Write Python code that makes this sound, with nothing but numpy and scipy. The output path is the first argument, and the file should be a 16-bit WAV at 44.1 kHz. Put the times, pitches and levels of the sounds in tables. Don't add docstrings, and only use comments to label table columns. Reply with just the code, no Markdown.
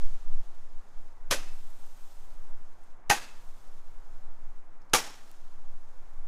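import sys
import numpy as np
from scipy import signal
from scipy.fft import rfft, irfft
from scipy.io import wavfile
from scipy.ndimage import uniform_filter1d

SR = 44100
rng = np.random.default_rng(int(sys.argv[2]) if len(sys.argv) > 2 else 0)


def output_pcm(signal):
    pcm = np.clip(np.atleast_2d(signal).T, -1, 1) * 32767
    wavfile.write(sys.argv[1], SR, np.round(pcm).astype(np.int16))


def level_to_linear(level):
    exponent = np.asarray(level, float) / 20
    return 10 ** exponent


N = 276507

# pitch_hz, density_db
TRAFFIC_SPECTRUM = [(30, -3), (55, -5.5), (140, -12.5), (307, -12.5), (450, -14), (860, -10.5),
                    (1300, -14.5), (2190, -23.5), (3500, -42), (5000, -60)]
TRAFFIC_DB = -61

# pitch_hz, density_db
SWAY_SPECTRUM = [(1.3, 1), (3, 2), (6, 12), (11, 2), (14, 5.5), (18, -16), (22, -17), (27, -31.5),
                 (33, -28), (45, -58), (90, -140)]
# time_s, level_db
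GUST_STRENGTH = [(0.0, -18), (0.07, -13.5), (0.19, -29), (0.28, -17), (0.55, -35), (0.79, -28.5),
                 (0.88, -47), (1.02, -25), (1.09, -44.5), (1.35, -26.5), (2.19, -38), (2.35, -25),
                 (2.95, -40.5), (4.37, -30.5), (5.13, -44.5), (5.78, -26), (5.82, -38.5), (6.2, -30)]

# pitch_hz, density_db
HISS_SPECTRUM = [(1200, -28), (2500, 0.5), (4000, 0), (6500, -3), (8200, -7.5), (10500, -10.5),
                 (13000, -22), (16000, -45)]
# pitch_hz, density_db
FIZZ_SPECTRUM = [(3000, -30), (6500, -8), (8200, 0.4), (10000, -11), (11500, -5), (13500, -4.5),
                 (15000, -8), (15800, -14.5), (17000, -27.5)]
# pitch_hz, width_hz, level_db
TUBE_WHISTLES = [(3450, 320, -4), (5100, 57, 3), (5500, 20, 6.5), (6150, 86, 2.5), (7040, 280, -1),
                 (9200, 230, -6.5), (10240, 31, -6)]
WHISTLE_DB = -6
# lit_s, hiss_db, fizz_db, full_burn_s, fade_db_per_s (climbing away)
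STARS = [
    (-.5, -70, -80, 0.926, 15.5),
    (1.31, -68, -70, 0.819, 17.5),
    (3.099, -70, -73.5, 0.41, 11),
    (4.94, -68, -74.5, 0.345, 23),
]
FIZZ_FADES = 1.6
# start_s, length_s, level_db
FUSE_SPELLS = [
    (0, 2.93, -77.5),
    (.95, 0.16, -78.5),
    (2.8, .35, -85),
    (3.101, 1.5, -78.5),
    (4.076, 0.14, -78),
    (4.6, 0.35, -82.5),
    (4.994, 1.3, -78.5),
    (5.697, 0.64, -78.5),
]
FUSE_FIZZ_DB, FUSE_EDGE_S = -6, 0.06
FUSE_HZ, FUSE_WIDTH_HZ, FUSE_BAND_DB = 6500, 2000, -8

# start_s, peak_db, pitch_hz, t60_s, top_hz
SPARKS = [(2.305, -55, 4200, 0.0206, 9000), (2.654, -62, 6050, 0.045, 8000), (2.736, -64, 8200, .02, 10100),
          (2.838, -60, 8600, 0.066, 12200), (2.969, -65.5, 6500, 0.018, 9750),
          (4.484, -67, 6400, 0.033, 9000), (4.8174, -62, 5070, 0.098, 9700),
          (4.8974, -59, 4760, 0.065, 9050), (4.918, -66.5, 4720, 0.024, 5960),
          (5.152, -57.5, 12920, .015, 15500), (5.266, -68, 13000, .015, 15580),
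          (5.3152, -62, 7900, 0.006, 16000), (5.397, -70.5, 13500, 0.016, 15350),
          (5.468, -67.5, 12450, .015, 14730)]
SNAP_S, SNAP_DB = 5.3151, -32.5

# start_s, swell_s, swell_db, jet_db, jet_t60_s
CHARGES = [
    (1.3030, .0082, 38, -22.5, .08),
    (3.0960, 0.00505, 18.5, -16.5, .035),
    (4.9334, 0.0052, 10.5, -14, 0.017),
]
# crack_db, crack_half_width_s, ring_hz, ring_db, thump_db
MUZZLES = [
    (-17, 0.000036, 2000, -23, -38),
    (-8, 0.00008, 860, -11.5, -28.5),
    (-9, 0.000054, 2500, -13, -29),
]
# pitch_hz, density_db
BLAST_SPECTRUM = [(150, -31), (300, -2.5), (500, -7.5), (900, -4), (2400, -4), (4500, -6), (6300, -5),
                  (8200, -11), (10800, -10.5), (14000, -19.5), (16000, -31)]
THUMP_HZ, THUMP_S, PUFF_DB, PUFF_T60_S = 97, 0.0043, -2, 0.084
# pitch_hz, width_hz, level_db
COLUMNS = [
    [(537, 120, 9.5), (1534, 24, 7.5), (1785, 35, 8), (2475, 26.9, -3), (3530, 81, -29.5)],
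    [(827, 55, 3.5), (1542, 16, -3), (1846, 39, -1), (2559.6, 120, -4.5), (3270, 55, -28)],
    [(495, 110, -12), (807, 53, -3), (1170, 43, -8), (2262, 40, -15), (3067, 23, -20.5)],
]
# peak_s, near_db, hoot_db, far_db, tilt_db_per_octave
ECHOES = [
    (0.02214, -26, -25, -38, -0.56),
    (0.017, -24.5, -17.5, -34.5, 0),
    (0.015, -21, -19.5, -31.5, 0.5),
]
# pitch_hz, density_db
RETURN_SPECTRUM = [(60, -15), (200, -7), (500, -5.5), (900, -4), (2000, -6.5), (5500, -10), (8000, -12),
                   (11000, -22), (14000, -22), (16000, -33.5)]
# pitch_hz, t60_s
FAR_DECAY = [(100, .7), (500, .52), (2000, .56), (6000, .5), (14000, .44)]
# pitch_hz, width_hz, level_db
LINGERING = [
    [(2610, 67, -1), (4320, 29, -6), (5130, 78, 0), (6160, 200, -10)],
    [(1630, 80, 3), (2590, 79, 1.5), (4760, 45, -5), (6560, 67, -9)],
    [(854.4, 55, 5.5), (2350, 61, -4), (5500, 65, 5.5), (6040, 68, -2)],
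]
LINGER_DB = 1
NEAR_T60_S, HOOT_T60_S = 0.15, 0.098
FLUTTER_S, FLUTTER_DB = 0.0142, 2.6
EARLIER_DB, EARLIER_T60_S = -57.5, 1

# pitch_hz, width_hz, level_db
HOUSING_BANDS = [(6500, 400, -11.5), (10190, 390, -5.5)]
TOP_HZ = 16050


def rms_one(x):
    return x / np.sqrt(np.mean(x ** 2) + 1e-20)


def in_time(rows):
    s, *columns = np.transpose(rows)
    return [np.interp(np.arange(N) / SR, s, c) for c in columns]


def at_hz(points, hz):
    points_hz, values = np.transpose(points)
    return np.interp(np.log(hz), np.log(points_hz), values)


def coloured(spectrum, size=N, tilt_db=0):
    hz = np.maximum(np.fft.rfftfreq(size, 1 / SR), 1)
    gain = level_to_linear(at_hz(spectrum, hz) + tilt_db * np.log2(hz / 2000))
    return rms_one(irfft(rfft(rng.standard_normal(size)) * gain, size))


def band(x, low_hz, high_hz, order=2):
    return signal.sosfilt(signal.butter(order, [low_hz, high_hz], "band", fs=SR, output="sos"), x)


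def resonance(x, hz, width_hz):
    r = np.exp(-np.pi * width_hz / SR)
    poles = [1, -2 * r * np.cos(2 * np.pi * hz / SR), r * r]
    return signal.lfilter([(1 - r * r) / 2, 0, (r * r - 1) / 2], poles, x)


def through(x, modes):
    total = 0
    for k, (hz, width_hz, db) in enumerate(modes):
        total = total + level_to_linear(db) * resonance(x, hz, width_hz) * (-1) ** k
    return rms_one(total)


def drift(rate_hz, size=N):
    r = np.exp(-2 * np.pi * rate_hz / SR)
    wander = signal.lfilter([1], [1, -2 * r, r * r], rng.standard_normal(size + SR))
    return rms_one(wander[SR:])


def fall(t, t60):
    return (t >= 0) * level_to_linear(-60 * np.maximum(t, 0) / t60)


def build_up(t, peak_s, t60):
    rise = np.exp(-0.5 * (np.minimum(t - peak_s, 0) / 0.0043) ** 2)
    return rise * fall(np.maximum(t - peak_s, 0), t60)


def far_traffic():
    return level_to_linear(TRAFFIC_DB + 0.5 * drift(4)) * coloured(TRAFFIC_SPECTRUM)


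def gusts():
    sway = coloured(SWAY_SPECTRUM)
    height = np.sqrt(uniform_filter1d(sway ** 2, 8820))
    strength = level_to_linear(in_time(GUST_STRENGTH)[0]) / (height + 0.15)
    for _ in range(2):
        strength = uniform_filter1d(strength, 3000)
    first_rise = np.clip(0.32 + np.arange(N) / SR / 0.1, 0, 1)
    return 1.713 * strength * sway * first_rise


def burning():
    t = np.arange(N) / SR
    hiss, fizz, fuse = np.zeros(N), np.zeros(N), np.zeros(N)
    for lit_s, hiss_db, fizz_db, full_s, fade_db in STARS:
        loss_db = fade_db * np.maximum(t - lit_s - full_s, 0)
        hiss += (t >= lit_s) * level_to_linear(hiss_db - loss_db) ** 2
        fizz += (t >= lit_s) * level_to_linear(fizz_db - FIZZ_FADES * loss_db) ** 2
    for start_s, length_s, db in FUSE_SPELLS:
        inside_s = np.minimum(t - start_s, start_s + length_s - t)
        fuse += level_to_linear(db) ** 2 * np.clip(inside_s / FUSE_EDGE_S + 0.5, 0, 1)
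    return np.sqrt(hiss + fuse), np.sqrt(fizz + level_to_linear(FUSE_FIZZ_DB) ** 2 * fuse), np.sqrt(fuse)


def powder():
    hiss, fizz, fuse = burning()
    flicker_db = 0.7 * drift(40)
    air = rng.standard_normal(N)
    whistles = level_to_linear(WHISTLE_DB) * through(air, TUBE_WHISTLES)
    hiss = hiss * level_to_linear(flicker_db) * rms_one(coloured(HISS_SPECTRUM) + whistles)
    fizz = fizz * level_to_linear(flicker_db + 1.2 * drift(150)) * coloured(FIZZ_SPECTRUM)
    fuse_air = through(air[::-1], [(FUSE_HZ, FUSE_WIDTH_HZ, 0)])
    return hiss + fizz + fuse * level_to_linear(FUSE_BAND_DB + flicker_db) * fuse_air


def spits():
    out, t = np.zeros(N), np.arange(2048) / SR
    for start_s, peak_db, hz, t60, top_hz in SPARKS:
        air = rng.standard_normal(len(t))
        tick = band(1.2 * fall(t, 0.006) * air, 0.45 * hz, top_hz)
        puff = 0.4 * fall(t, t60) * rms_one(resonance(air, hz, 900))
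        out[round(start_s * SR):][:len(t)] += level_to_linear(peak_db - 3.0) * (tick + puff)
    click = 1.0 * (np.arange(N) == round(SNAP_S * SR))
    return out + level_to_linear(SNAP_DB) * band(click, 2200, 17000)


def scatter(t, peak_s, near_db, far_db, tilt_db, linger):
    near = level_to_linear(near_db) * build_up(t, peak_s, NEAR_T60_S) * coloured(BLAST_SPECTRUM, len(t), tilt_db)
    lingering = level_to_linear(LINGER_DB) * through(rng.standard_normal(len(t)), linger)
    noises = [coloured(RETURN_SPECTRUM, len(t), tilt_db) + lingering for _ in range(2)]
    far = 0
    edges = np.geomspace(40, 18000, 16)
    for k, (low, high) in enumerate(zip(edges, edges[1:])):
        t60 = at_hz(FAR_DECAY, np.sqrt(low * high))
        far = far + band(noises[k % 2], low, high) * build_up(t, peak_s, t60)
    return near + level_to_linear(far_db + 1.5 * drift(40, len(t))) * far


def hoot(t, peak_s, hoot_db, modes):
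    air = rng.standard_normal(len(t))
    column = 0
    for hz, width_hz, db in modes:
        mode = resonance(resonance(air, hz, 1.07 * width_hz), hz, 340)
        column = column + level_to_linear(db) * rms_one(mode)
    return level_to_linear(hoot_db) * build_up(t, peak_s, HOOT_T60_S) * rms_one(column)


def blast(t, swell_s, swell_db, jet_db, jet_t60, crack_db, half_width_s, ring_hz, ring_db, thump_db):
    since_exit = t - swell_s
    after_exit = np.maximum(since_exit, 0)
    rise = level_to_linear(-swell_db * np.clip(1 - t / swell_s, 0, 1)) * np.minimum(t / 0.00074, 1)
    jet = level_to_linear(jet_db) * rise * fall(after_exit, jet_t60) * coloured(BLAST_SPECTRUM, len(t))
    u = since_exit / half_width_s
    crack = level_to_linear(crack_db) * u * np.exp(0.5 - u * u / 2)
    air = rng.standard_normal(len(t))
    mouth = rms_one(resonance(air, ring_hz, 1000)) - 0.73 * rms_one(resonance(air, 660, 480))
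    ring = level_to_linear(ring_db - 6.5) * mouth * np.exp(-0.5 * ((since_exit - 0.002) / 0.0016) ** 2)
    push = np.sin(2 * np.pi * THUMP_HZ * since_exit) * np.exp(-0.5 * (since_exit / THUMP_S) ** 2)
    puff = level_to_linear(PUFF_DB) * rise * fall(after_exit, PUFF_T60_S) * rms_one(band(air, 120, 260))
    thump = level_to_linear(thump_db) * (push + puff)
    return jet + crack + ring + thump


def candle():
    out, t = np.zeros(N + SR), np.arange(SR) / SR
    out[:SR] += level_to_linear(EARLIER_DB) * fall(t, EARLIER_T60_S) * coloured(RETURN_SPECTRUM, SR)
    shots = zip(CHARGES, MUZZLES, ECHOES, COLUMNS, LINGERING)
    for (start_s, *charge), muzzle, echo, modes, linger in shots:
        peak_s, near_db, hoot_db, far_db, tilt_db = echo
        answer = hoot(t, peak_s, hoot_db, modes)
        answer = answer + scatter(t, peak_s, near_db, far_db, tilt_db, linger)
        beat = np.cos(2 * np.pi * (t - peak_s) / FLUTTER_S)
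        flutter = level_to_linear(FLUTTER_DB * fall(t, 0.082) * beat)
        swell_s = charge[0]
        arrived = np.clip((t - swell_s) / 0.007, 0, 1)
        out[round(start_s * SR):][:SR] += blast(t, *charge, *muzzle) + answer * flutter * arrived
    return out[:N]


def scene():
    return (far_traffic() + gusts() + powder() + spits() + candle())[None]


def top_cut(x):
    return signal.sosfilt(signal.butter(12, 16480, fs=SR, output="sos"), x)


def record(dry):
    x = dry
    for hz, width_hz, lift_db in HOUSING_BANDS:
        x = x + level_to_linear(lift_db) * resonance(dry, hz, width_hz)
    x = signal.sosfilt(signal.cheby2(14, 45, TOP_HZ, fs=SR, output="sos"), x)
    return top_cut(x)


dry = scene()
out = record(dry)
output_pcm(out)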